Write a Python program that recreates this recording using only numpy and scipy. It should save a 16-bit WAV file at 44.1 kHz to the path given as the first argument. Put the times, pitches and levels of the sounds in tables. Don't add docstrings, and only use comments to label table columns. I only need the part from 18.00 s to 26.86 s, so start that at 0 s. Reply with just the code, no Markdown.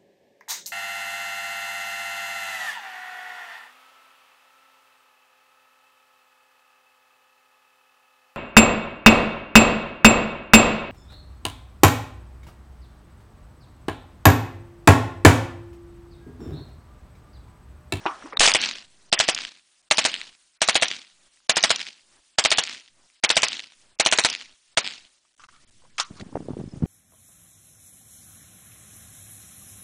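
import sys
import numpy as np
from scipy import signal
from scipy.fft import rfft, irfft
from scipy.io import wavfile
from scipy.ndimage import uniform_filter1d, minimum_filter1d

SR = 44100
rng = np.random.default_rng(int(sys.argv[2]) if len(sys.argv) > 2 else 0)


def bounce(signal):
    frames = np.transpose(np.atleast_2d(signal))
    limited = np.clip(frames, -1, 1)
    pcm = np.round(limited * 32767).astype(np.int16)
    wavfile.write(sys.argv[1], SR, pcm)


def amplitude_ratio(level_db):
    exponent = np.asarray(level_db, float) / 20
    return 10 ** exponent


N = 390726
TIME = np.arange(N) / SR


def unit(x):
    return x / np.sqrt(np.mean(x ** 2))


def noise():
    return rng.standard_normal(N)


def colour(points):
    hz, db = np.transpose(points)
    f = np.maximum(np.arange(N // 2 + 1) * SR / N, 1)
    gain = amplitude_ratio(np.interp(np.log(f), np.log(hz), db))
    return unit(irfft(rfft(noise()) * gain, N))


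def band(x, lo_hz, hi_hz, order=2):
    return signal.sosfilt(signal.butter(order, [lo_hz, hi_hz], "band", fs=SR, output="sos"), x)


def spikes(s, db):
    out = np.zeros(N)
    at = np.clip((np.ravel(s) * SR).astype(int), 0, N - 1)
    np.add.at(out, at, amplitude_ratio(np.ravel(db)))
    return out


def ring(x, hz, t60):
    pole = np.exp(2j * np.pi * hz / SR - np.log(1000) / (t60 * SR))
    return signal.lfilter([1], [1, -pole], x).imag


def shape(s, db, curve):
    delay, level_db = np.transpose(curve)
    power = np.zeros(N)
    for at, size_db in zip(s, db):
        i = slice(max(int((at + delay[0]) * SR), 0), int((at + delay[-1]) * SR))
        power[i] += amplitude_ratio(2 * (size_db + np.interp(TIME[i] - at, delay, level_db)))
    return np.sqrt(power)


def course(curve):
    return shape([0], [0], curve)


def grain(rate, spread_db):
    k = int(SR / rate)
    steps = np.repeat(rng.standard_normal(N // k + 1), k)[:N]
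    return amplitude_ratio(spread_db * uniform_filter1d(steps, k))


def even(x, edges_hz=(500, 1000, 1700, 2800, 4800), cycles=9):
    lows = [signal.sosfiltfilt(signal.butter(2, hz, fs=SR, output="sos"), x) for hz in edges_hz]
    out = lows[0]
    for hz, part in zip(edges_hz, np.diff(lows + [x], axis=0)):
        local_power = uniform_filter1d(part ** 2, int(cycles * SR / hz))
        out = out + part * np.sqrt(np.mean(part ** 2) / local_power)
    return out


# start t/s, end t/s, level/dB
LOW_STRETCHES = [(0.73, 0.794, -72), (0.828, 1.193, -68), (1.25, 1.47, -69), (2.05, 2.33, -76), (3.106, 3.283, -76),
                 (4.009, 4.203, -80), (4.892, 5.065, -73), (5.745, 5.934, -72), (6.429, 6.542, -71),
                 (6.662, 6.75, -80), (6.972, 7.058, -72), (7.386, 7.463, -67.5), (7.488, 7.574, -66.5),
                 (7.584, 7.649, -65.5), (7.667, 7.712, -62), (7.723, 7.883, -63.5), (7.88, 8.86, -62.5)]


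def low_rumble():
    on = sum(amplitude_ratio(db) * ((TIME > start) & (TIME < end)) for start, end, db in LOW_STRETCHES)
    return amplitude_ratio(-3) * uniform_filter1d(on, int(.004 * SR)) * unit(band(noise(), 23, 210))


def drift():
    offset_db = 9
    creep = sum(amplitude_ratio(db + offset_db) * np.clip((TIME - start) / .046, 0, 1) * (TIME < end)
                for start, end, db in LOW_STRETCHES)
    since = np.maximum(TIME - .392, 0)
    surge = amplitude_ratio(-26.5) * np.minimum(since / .0032, 1) * np.exp(-since / .05)
    return uniform_filter1d(creep, int(.0021 * SR)) + surge


# f/Hz, level/dB
HISS = [(100, -40.5), (590, -25), (1000, -13.5), (2700, -6), (3070, -5), (7890, -6.5), (10000, -6.5),
        (10500, -24.5), (13600, -50), (22000, -120)]
# f/Hz, level/dB
MURMUR = [(15, -35), (25, -3), (70, -26.5), (391, -19), (479, -30.5), (525, -19), (830, -22), (2000, -25),
          (2600, -47.5), (4400, -120)]
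# t/s, level/dB
STIR = [(0, -53), (.15, -52), (.25, -51), (.33, -54), (.4, -47), (.87, -73), (.9, -97)]
# start t/s, end t/s, level/dB
LULLS = [(1.603, 1.833, -0.5), (2.372, 2.569, -0.5), (.85, 1.1, 1.5), (7.19, 7.303, -3),
         (7.297, 7.375, -4.5), (7.648, 7.666, -5), (8.1, 8.86, 0)]


def background():
    swell_s = .095
    on = sum(np.clip((TIME - start) / min(swell_s, end - start), 0, 1) ** 2 * (TIME < end)
             for start, end, _ in LOW_STRETCHES)
    on = uniform_filter1d(on, int(.01 * SR))
    off_db, on_db = -77.5, -67
    hiss = amplitude_ratio(-64 + 1.5 * on) * grain(28, 1.8) * colour(HISS)
    murmur_level = amplitude_ratio(off_db + (on_db - off_db) * on) + course(STIR)
    murmur = murmur_level * grain(15, 3) * colour(MURMUR)
    lull_db = sum(db * ((TIME > start) & (TIME < end)) for start, end, db in LULLS)
    return (hiss + murmur) * amplitude_ratio(lull_db)


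# t/s, level/dB
INSECT = [(0, -60), (.11, -56), (.13, -68), (.33, -62), (.36, -80)]


def insect():
    return course(INSECT) * grain(60, 5) * unit(band(noise(), 5350, 5850))


# t/s, level/dB
RUSTLE = [(0, -53), (.1, -50), (.2, -51.5), (.26, -49), (.33, -56), (.37, -100), (8.0, -100), (8.12, -63),
          (8.86, -65.5)]


def cloth():
    return course(RUSTLE) * grain(280, .77) * unit(band(noise(), 500, 2100, order=1))


# t/s, length/s, level/dB
CHIRPS = [
    (8.656, .012, -58),
    (8.686, 0.011, -56),
    (8.711, .018, -53),
]


def bird():
    start_hz, fall_hz_s = 5270, 16000
    out = np.zeros(N)
    for s, length, db in CHIRPS:
        t = np.arange(int(length * SR)) / SR
        tone = np.sin(2 * np.pi * t * (start_hz - fall_hz_s * t / 2))
        out[int(s * SR):][:len(t)] = amplitude_ratio(db) * np.sin(np.pi * t / length) * tone
    return out


# t/s, rumble level/dB, rough edge level/dB re rumble
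GUSTS = [(8.106, -40, -20), (8.208, -35.5, -13.5), (8.28, -40, -14), (8.362, -29, -9), (8.455, -35, -29),
         (8.504, -38, 2.5), (8.578, -30, -19), (8.65, -42, -25), (8.74, -34, -29), (8.78, -31, -37),
         (8.841, -17, -20)]
# t/s, peak level/dB, f/Hz
POPS = [(8.107, -30.5, 175), (8.218, -28, 129), (8.225, -33, 231), (8.264, -32.5, 184), (8.349, -24.5, 142),
        (8.355, -12.5, 550), (8.363, -28, 220), (8.368, -17.5, 490), (8.374, -25, 265), (8.39, -36, 164),
        (8.403, -25.5, 240), (8.485, -19, 390), (8.492, -31, 203), (8.504, -18.5, 238), (8.511, -26, 205),
        (8.531, -27, 124), (8.568, -21, 334), (8.576, -34, 234), (8.588, -23, 275), (8.597, -23, 194),
        (8.611, -23, 259), (8.638, -23, 233), (8.656, -29, 120), (8.675, -28, 183), (8.735, -26, 164),
        (8.77, -28, 139.5), (8.822, -13.5, 183), (8.834, -8, 147), (8.846, -23.5, 160), (8.232, -39, 600),
        (8.341, -50, 1200), (8.3579, -29, 1230), (8.373, -29, 1090), (8.405, -36, 700), (8.495, -36, 800),
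        (8.506, -38, 890), (8.534, -29, 550), (8.578, -47, 1200), (8.601, -33, 690), (8.742, -48, 600),
        (8.808, -52.5, 1900)]


def wind():
    s, db, edge_db = np.transpose(GUSTS)

    def gust(size_db, fall_db_s):
        return shape(s, size_db, [(-.054, -34), (0, 0), (.2, -.2 * fall_db_s)])

    lumps = grain(90, 6.5)
    rumble = unit(band(lumps * noise(), 71, 300))
    edge = unit(band(lumps * grain(300, 6) * noise(), 400, 1000, order=3))
    out = gust(db - 6, 167.5) * rumble + gust(db - 5 + edge_db, 449) * edge
    for at, peak_db, hz in POPS:
        t = np.linspace(0, 1, int(1.6 * SR / hz))
        i = int(at * SR)
        pop = np.sin(2 * np.pi * 1.64 * t ** .74) * np.sin(np.pi * t ** .77) ** 2
        out[i:i + len(t)] += amplitude_ratio(peak_db) * pop[:N - i]
    return out


# t/s, ring level/dB,
# ring f/Hz, bright crack level/dB, t60/s
KNOCKS = [(0.0555, -14, 993, -62.5, 0.11), (0.062, -7.5, 1089, -59.5, 0.035),
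          (0.069, -21.5, 1160, -70, 0.25), (0.064, -22.5, 2640, -64.5, 0.093),
          (0.062, -32.5, 3800, -60.5, 0.054), (.11, -31, 1260, -61, .2), (.075, -32, 793, -71.5, 0.37),
          (.224, -35, 1390, -62, .04), (.259, -32.5, 1010, -62, 0.044), (.273, -38, 900, -68, .04),
          (0.056, -23, 337, -69, 0.15), (0.239, -33.5, 302.7, -71, 0.24), (0.325, -30, 1254, -64, .06),
          (.33, -29.5, 1220, -56, 0.057), (.331, -34, 1930, -58.5, 0.088), (.333, -32, 451, -71, .08),
          (.347, -38, 1520, -51, .02), (.36, -41, 800, -68, .03), (0.3712, -24, 1188, -18, 0.01),
          (.3715, -14, 3760, -39.5, .008), (1.118, -29.5, 4900, -69.5, 0.018),
          (1.1765, -21, 1880, -36, .01), (5.228, -45.5, 4780, -70, .012), (3.372, -59, 1990, -53, 0.011),
          (3.403, -57, 1290, -57.5, .012), (5.1, -60.5, 2480, -51, 0.011)]
# t/s, ring level/dB, ring f/Hz, bright crack level/dB, t60/s
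MAGAZINE = [(7.25, -59.5, 1200, -66, 0.035), (7.396, -43.5, 1257, -56, 0.2), (7.416, -52, 1250, -57, 0.12),
            (7.437, -38, 1330, -49, 0.047), (7.441, -43, 2600, -54, .03), (7.447, -46, 1230, -59, 0.051),
            (7.49, -46, 1900, -64, 0.048), (7.525, -54, 1250, -62, 0.11), (7.562, -53, 2200, -55, .04),
            (7.487, -44, 1260, -55, 0.05), (7.54, -52.5, 1310, -61, 0.29),
            (7.601, -62.5, 1820, -64.5, 0.17), (7.82, -55, 895, -71.5, 0.059),
            (7.838, -52, 600, -72, 0.064), (7.85, -51, 1000, -70, 0.065), (7.9, -58, 1990, -67, 0.13),
            (7.981, -31, 1390, -24, 0.044), (7.984, -21.5, 2480, -28, 0.032), (7.988, -24, 1220, -30, 0.16),
            (7.998, -17.5, 1270, -17.5, 0.075), (7.9988, -20.5, 810, -37, 0.028),
            (8.005, -29, 1230, -38, 0.2), (8.166, -44, 1150, -49.5, 0.15), (8.152, -54, 1500, -54, .05),
            (8.197, -40, 1510, -40, 0.051), (8.21, -38.5, 1800, -38, 0.033)]


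def knocks():
    out = np.zeros(N)
    for s, ring_db, hz, crack_db, t60 in KNOCKS + MAGAZINE:
        t = np.arange(int(t60 * SR)) / SR
        fade = amplitude_ratio(-60 * t / t60) * np.minimum(t / .0011, 1)
        wide = np.clip(.012 / t60, .14, .25)
        body = unit(band(rng.standard_normal(len(t)), hz * (1 - wide), hz * (1 + wide)))
        strike = 1.8 * np.sin(2 * np.pi * hz * t) * amplitude_ratio(-60 * t / .0097) * np.minimum(t * hz * 2, 1)
        crack = unit(band(rng.standard_normal(len(t)), 1700, 6700, order=3))
        i = int(s * SR)
        out[i:i + len(t)] += amplitude_ratio(ring_db) * (strike + .5 * fade * body) + amplitude_ratio(crack_db) * fade * crack
    return out


# t/s, bolt-back level/dB, closing delay/ms, closing level/dB, f/kHz muted above
LEAD_ROUNDS = [(0.406, -7, 59.7, -9, 11), (1.1281, -26.5, 63.6, -12, 3.5), (1.9126, -9.5, 60.8, -16, 11),
               (2.6187, -17.5, 59.7, -18.5, 11), (3.4966, -26, 64.3, -16, 4.4),
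               (4.3866, -8.5, 54.3, -14, 11), (5.2391, -6, 53.9, -13.5, 2.5),
               (5.9999, -8, 52.7, -15.5, 4.3), (6.7746, -4.5, 55, -70, 11)]
# t/s, bolt-back level/dB, closing delay/ms, closing level/dB, f/kHz muted above
NEXT_ROUNDS = [(0.4771, -22, 62.1, -7.5, 11), (0.5492, -5.5, 66.7, -16.5, 6.5),
               (1.2012, -10.5, 80.6, -17, 11), (1.288, -30, 60.3, -17, 6.5), (1.9834, -19.5, 59.4, -19, 11),
               (2.0521, -18, 65.8, -28, 11), (2.6877, -10.5, 58.7, -19.5, 11),
               (2.7553, -32, 60.2, -19.5, 5), (2.824, -7, 59.8, -20, 7), (3.5693, -15.5, 59.6, -15.5, 6.5),
               (3.6387, -7, 57.3, -18, 11), (3.705, -10, 55.5, -18, 11), (4.4506, -6, 55.5, -12.5, 5),
               (4.5168, -7, 58.2, -17.5, 5), (4.5849, -22.5, 53.3, -17.5, 5.5),
               (5.3031, -25.5, 55.1, -16, 5), (5.3683, -6, 53.1, -16.5, 8), (5.4325, -19, 51.9, -17.5, 7),
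               (6.0623, -8.5, 53.1, -13.5, 5.2), (6.1256, -11.5, 51.4, -15.5, 11),
               (6.1875, -14, 51.6, -16, 11), (6.2491, -17.5, 51.6, -18, 11)]


def rounds():
    return np.transpose(sorted(LEAD_ROUNDS + NEXT_ROUNDS) * np.array([1, 1, .001, 1, 1000]))


def muzzle():
    s = rounds()[0]
    return s, np.where(np.isin(s, np.array(LEAD_ROUNDS)[:, 0]), -4.5, -5.5)


# delay/s, level/dB
ECHOES = [(.039, -28), (.049, -30), (.0787, -24), (.0808, -19), (.094, -29), (.1232, -28), (.1343, -31),
          (.1491, -25), (.1675, -33), (.1706, -32), (.2033, -42), (.228, -40), (.2365, -38), (.2457, -43),
          (.2655, -47), (.2758, -37), (.2926, -45), (.3012, -47), (.319, -51)]
# t/s, near boards level/dB, far bank level/dB
RETURN = [(0.398, 3, 4.5), (1.201, 1, -2), (2.0, 1, -3.5), (2.699, -5, -5), (3.6, 0, -4), (4.5, -2, -4.5),
          (5.299, -5.5, -3), (6.099, -7, -6), (6.802, -1, -3.5)]
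# t/s, peak level/dB
NEAR_SLAPS = [(0.4961, -8), (0.5072, -11), (0.5787, -15), (0.6389, -10), (0.6499, -14), (1.2293, -14),
              (1.3774, -14), (1.3884, -11), (2.0134, -14), (2.0725, -15), (2.0837, -18), (2.1416, -13),
              (2.1527, -18), (2.7082, -13), (2.7192, -19), (2.7772, -11), (2.7883, -21), (2.8457, -12),
              (2.8568, -18), (2.9143, -11), (2.9254, -19), (3.5968, -18), (3.66, -15), (3.6698, -24),
              (3.7285, -17), (3.7383, -24), (3.7942, -16), (3.8052, -18), (4.4754, -17), (4.4861, -21),
              (4.5405, -16), (4.5496, -23), (4.6072, -17), (4.6172, -28), (4.6742, -15), (4.6855, -23),
              (5.3283, -17), (5.339, -20), (5.3921, -17), (5.402, -19), (5.4576, -20), (5.4691, -22),
              (5.5206, -17), (5.5314, -21), (6.0896, -14), (6.1008, -24), (6.1527, -19), (6.1637, -20),
              (6.2158, -17), (6.2268, -15), (6.276, -24), (6.2885, -12), (6.3396, -18), (6.3505, -11),
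              (6.8648, -16), (6.8757, -12)]
# t/s, peak level/dB
FAR_SLAPS = [(0.518, -4), (0.5684, -13), (0.5894, -13), (0.6389, -10), (0.6605, -12), (0.7121, -12),
             (1.24, -17), (1.3112, -22), (1.3641, -16), (1.3991, -22), (1.4508, -15), (2.0241, -19),
             (2.0736, -18), (2.0943, -21), (2.146, -21), (2.1633, -20), (2.2151, -17), (2.7299, -18),
             (2.7827, -26), (2.7991, -20), (2.8486, -24), (2.8675, -21), (2.9193, -29), (2.936, -21),
             (2.9876, -29), (3.6076, -16), (3.66, -15), (3.6807, -19), (3.7325, -21), (3.7498, -17),
             (3.8015, -21), (3.8161, -16), (3.8677, -21), (4.4966, -29), (4.5496, -23), (4.5612, -25),
             (4.6142, -23), (4.6272, -20), (4.6793, -22), (4.6959, -16), (4.7478, -23), (5.3501, -24),
             (5.4019, -17), (5.4134, -22), (5.4661, -19), (5.4795, -23), (5.5312, -17), (5.5423, -23),
             (5.5944, -18), (6.1093, -32), (6.1637, -20), (6.1744, -20), (6.2263, -21), (6.2885, -12),
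             (6.3505, -11), (6.361, -25), (6.4126, -24), (6.8862, -22), (6.938, -27)]
# delay/s, level/dB
SLOPES = [(.01, -58), (0.071, -33), (.09, -36), (0.139, -37), (0.176, -41.5), (.212, -48), (.26, -56),
          (.305, -57.5), (.32, -70), (.4, -86)]
# f/Hz, level/dB
SLOPE_COLOUR = [(24, -49), (40, -29.5), (112, -27.5), (246, -12.5), (420, -21), (930, -17), (1070, -18),
                (2650, -6.5), (4600, -7.5), (6000, -14), (7400, -19), (9570, -28), (10500, -47),
                (13600, -77), (22000, -120)]


def echoes():
    s = rounds()[0][:, None]
    at, near_db, far_db = np.transpose(RETURN)
    near_db, far_db = np.interp(s, at, near_db), np.interp(s, at, far_db)
    delay, db = np.transpose(ECHOES)
    chance = rng.standard_normal((len(s), len(delay), 2))
    size_db = db + np.where(delay < .13, near_db, far_db) + 2.5 * chance[..., 1]
    hits = spikes(s + delay + .0002 * chance[..., 0], size_db + 1.5)
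    at, peak_db = np.transpose(sorted(NEAR_SLAPS + FAR_SLAPS))
    lone = np.diff(at, prepend=0) > .001
    hits += spikes(at[lone] - .0002, peak_db[lone] + 5)
    n_wave = np.linspace(1, -1, int(.00026 * SR))
    slaps = band(np.convolve(hits, n_wave)[:N], 1800, 6200)
    smear = uniform_filter1d(np.abs(slaps), int(.0019 * SR))
    wash = shape(s[:, 0], far_db[:, 0], SLOPES) * grain(500, 4.6) * grain(90, 2.2) + .55 * smear
    return slaps + wash * colour(SLOPE_COLOUR)


# t/s, peak level/dB
HAMMER = [
    (0.397, -7.5),
    (1.905, -24),
    (2.609, -31.5),
    (3.49, -39),
    (5.9897, -33),
]


def bolt():
    s, back_db, close_s, close_db, _ = rounds()
    _, db = muzzle()
    back_s = s + .0086
    contacts = spikes(back_s - .001, back_db - 4) + spikes(back_s - .00055, back_db - 4)
    back = ring(contacts, 2250, .008) + ring(spikes(back_s - .0006, back_db - 4.5), 3100, .007)
    eject_s = s + .015 + .001 * rng.standard_normal(len(s))
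    eject = ring(spikes(eject_s, db - 10), 2700, .0039)
    home_s, home_db = np.hstack([[s + close_s, close_db], np.transpose(HAMMER)])
    blow = shape(home_s, home_db, [(-.003, -24), (-.001, -7), (0, 0), (.002, -11), (.006, -28)])
    clank = band(noise(), 3000, 6700)
    clank /= np.sqrt(uniform_filter1d(clank ** 2, int(.0012 * SR)))
    return back + eject + blow * clank


def can():
    s, db = muzzle()
    ringing = ring(spikes(s - .001, db - 21), 620, .016) + ring(spikes(s - .001, db - 34), 750, .19)
    pop_hz, pop_db = 690, db - 4
    ground_s, ground_db = s + .0062, pop_db - 7

    def kick(at, size_db):
        return spikes(at - 1 / pop_hz, size_db - 6.5) + spikes(at, size_db)

    pop = ring(kick(s, pop_db) + kick(ground_s, ground_db), pop_hz, .009)
    thump = ring(spikes(s, db - 32.5) + spikes(s + .0042, db - 33.5), 150, .014)
    return band(ringing + pop, 220, 2500) + thump


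# delay/s, level/dB
JET = [(-.008, -54.5), (-.0025, -32), (-.001, -12), (.002, -15), (.004, -17), (.006, -17), (.009, -16),
       (.012, -21.5), (.02, -25), (0.029, -32), (.062, -40.5)]
# f/Hz, level/dB
JET_COLOUR = [(24, -50), (60, -30.5), (311, -17), (600, -8), (1000, -7.5), (1350, -7.5), (2010, -5.5),
              (2980, -3.5), (3510, -5), (8130, -11), (9790, -18), (10500, -32), (13600, -68.5),
              (22000, -120)]
# t/s, level/dB
BLOWBY = [(.4, -59), (0.408, -19), (0.464, -13.5), (.472, -26.5), (.49, -30.5), (.51, -25.5), (0.532, -29)]


def gas_jet():
    s, db = muzzle()
    jet = shape(s, db + 6, JET) + course(BLOWBY)
    gas = jet * grain(900, 2.2) * even(colour(JET_COLOUR))
    treble = signal.sosfiltfilt(signal.butter(2, 6000, "high", fs=SR, output="sos"), gas)
    return gas - np.clip(1 - jet / amplitude_ratio(-23), 0, .85) * treble


def muzzle_crack():
    s, db = muzzle()
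    crack = ring(spikes(s - .0005, db - 4) + spikes(s - .00024, db - 1.5), 3800, .005)
    return crack + ring(spikes(s - .0015, db - 8), 1700, .006)


def scene():
    surroundings = low_rumble() + background() + insect() + cloth() + bird() + wind()
    rifle = bolt() + can() + gas_jet() + muzzle_crack()
    return (surroundings + knocks() + echoes() + rifle)[None]


# start t/s, end t/s, f/Hz muted above
HUSHES = [(.38, .391, 700), (1.098, 1.116, 800), (1.891, 1.903, 1000), (2.574, 2.605, 2500),
          (3.473, 3.489, 300), (5.202, 5.225, 0), (5.957, 5.987, 2800), (6.749, 6.767, 0)]
# start t/s, end t/s, f/Hz muted above
DROPOUTS = [(.343, .367, 3000), (.524, .534, 5500), (1.817, 1.826, 2500), (2.713, 2.72, 4500),
            (6.31, 6.322, 5200), (6.811, 6.829, 5000), (7.323, 7.329, 1000), (7.333, 7.34, 1000),
            (7.352, 7.363, 0), (7.367, 7.377, 600), (7.468, 7.482, 400), (7.648, 7.672, 5200),
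            (7.701, 7.708, 1500), (8.036, 8.046, 4500), (1.115, 1.124, 5900), (5.224, 5.234, 5600)]


def dry_spells():
    first = np.array(LEAD_ROUNDS)[:, 0]
    cycles = [(s + .027, s + close - .0055, hz, 1, 60 if s in first else 1.36)
              for s, _, close, _, hz in rounds().T]
    return [(*row, 0, 60) for row in HUSHES + DROPOUTS] + cycles


def starve(x, below_db=36, tilt_db=12, loud_db=-48, leak_db=-36, trace_db=-18):
    hz, t, z = signal.stft(x, SR, nperseg=384)
    group = np.arange(len(hz)) // 8
    group_hz = hz[group * 8][:, None]
    power = np.abs(z) ** 2
    band_db = 10 * np.log10(np.add.reduceat(power, np.arange(0, len(hz), 8)) / 8 + 1e-20)
    bright_db = 10 * np.log10(np.mean(power[hz > 2500], axis=0) + 1e-20)
    near_db = -minimum_filter1d(-bright_db, size=11)
    lately_db = -minimum_filter1d(-bright_db, size=41)
    need_db = near_db - below_db - 2 * np.maximum(loud_db - near_db, 0)
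    luck = rng.standard_normal((len(band_db), len(t) // 3 + 1))
    luck = np.repeat(luck, 3, axis=1)[:, :len(t)]
    patchy_db = 6.5
    margin_db = (band_db - need_db + patchy_db * luck)[group] - tilt_db * group_hz / 10555
    ragged_hz = 600 * np.clip(luck[group], -1.5, .5)
    for start, end, edge_hz, creeping, short_db in dry_spells():
        stair_hz = 300000 * np.maximum(start + .006 - t, 0)
        edge = edge_hz + creeping * (stair_hz + ragged_hz)
        silent = (group_hz + 500 > edge) & (t > start - .008 * creeping) & (t < end)
        margin_db[silent] = np.minimum(margin_db[silent], -short_db)
    patch = np.repeat(luck[:, ::6], 6, axis=1)[:, :len(t)]
    dim = (patch[group // 2 * 2] < -.1) & (hz > 5300)[:, None]
    dim = dim & (lately_db > loud_db) & (bright_db < lately_db - 12)
    pits = (np.roll(luck, 13, axis=1)[group] < -.75) & (hz > 3000)[:, None]
    pits = pits & (near_db > loud_db) & (bright_db < lately_db - 9)
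    tile_db = 3.5 * np.minimum(np.roll(luck, 7, axis=1), .5)[group]
    tiles = amplitude_ratio(tile_db * np.clip(hz / 3000, 0, 1)[:, None])
    leak = amplitude_ratio(leak_db + 16 * luck.mean(axis=0))
    least = np.where(margin_db > -50, np.clip(leak, amplitude_ratio(trace_db), 1), np.minimum(leak, 1))
    gate = np.clip(margin_db / 3 + .5, least, 1)
    z = z * tiles * amplitude_ratio(-9 * dim - 15 * pits) * gate
    return signal.istft(z, SR, nperseg=384)[1][:N]


def roll_off(x):
    return signal.sosfilt(signal.butter(12, 11330, fs=SR, output="sos"), x)


def record(dry):
    x = signal.sosfilt(signal.butter(1, 45, "high", fs=SR, output="sos"), dry[0])
    x = starve(np.tanh(.9 * x) / .9) + drift()
    ceiling = np.sign(x) * (.6 + .3 * np.tanh((np.abs(x) - .6) / .3))
    x = np.where(np.abs(x) > .6, ceiling, x)
    x = signal.sosfilt(signal.cheby2(12, 60, 10555 * 1.0685, fs=SR, output="sos"), x)
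    return roll_off(x[None])


dry = scene()
out = record(dry)
bounce(out)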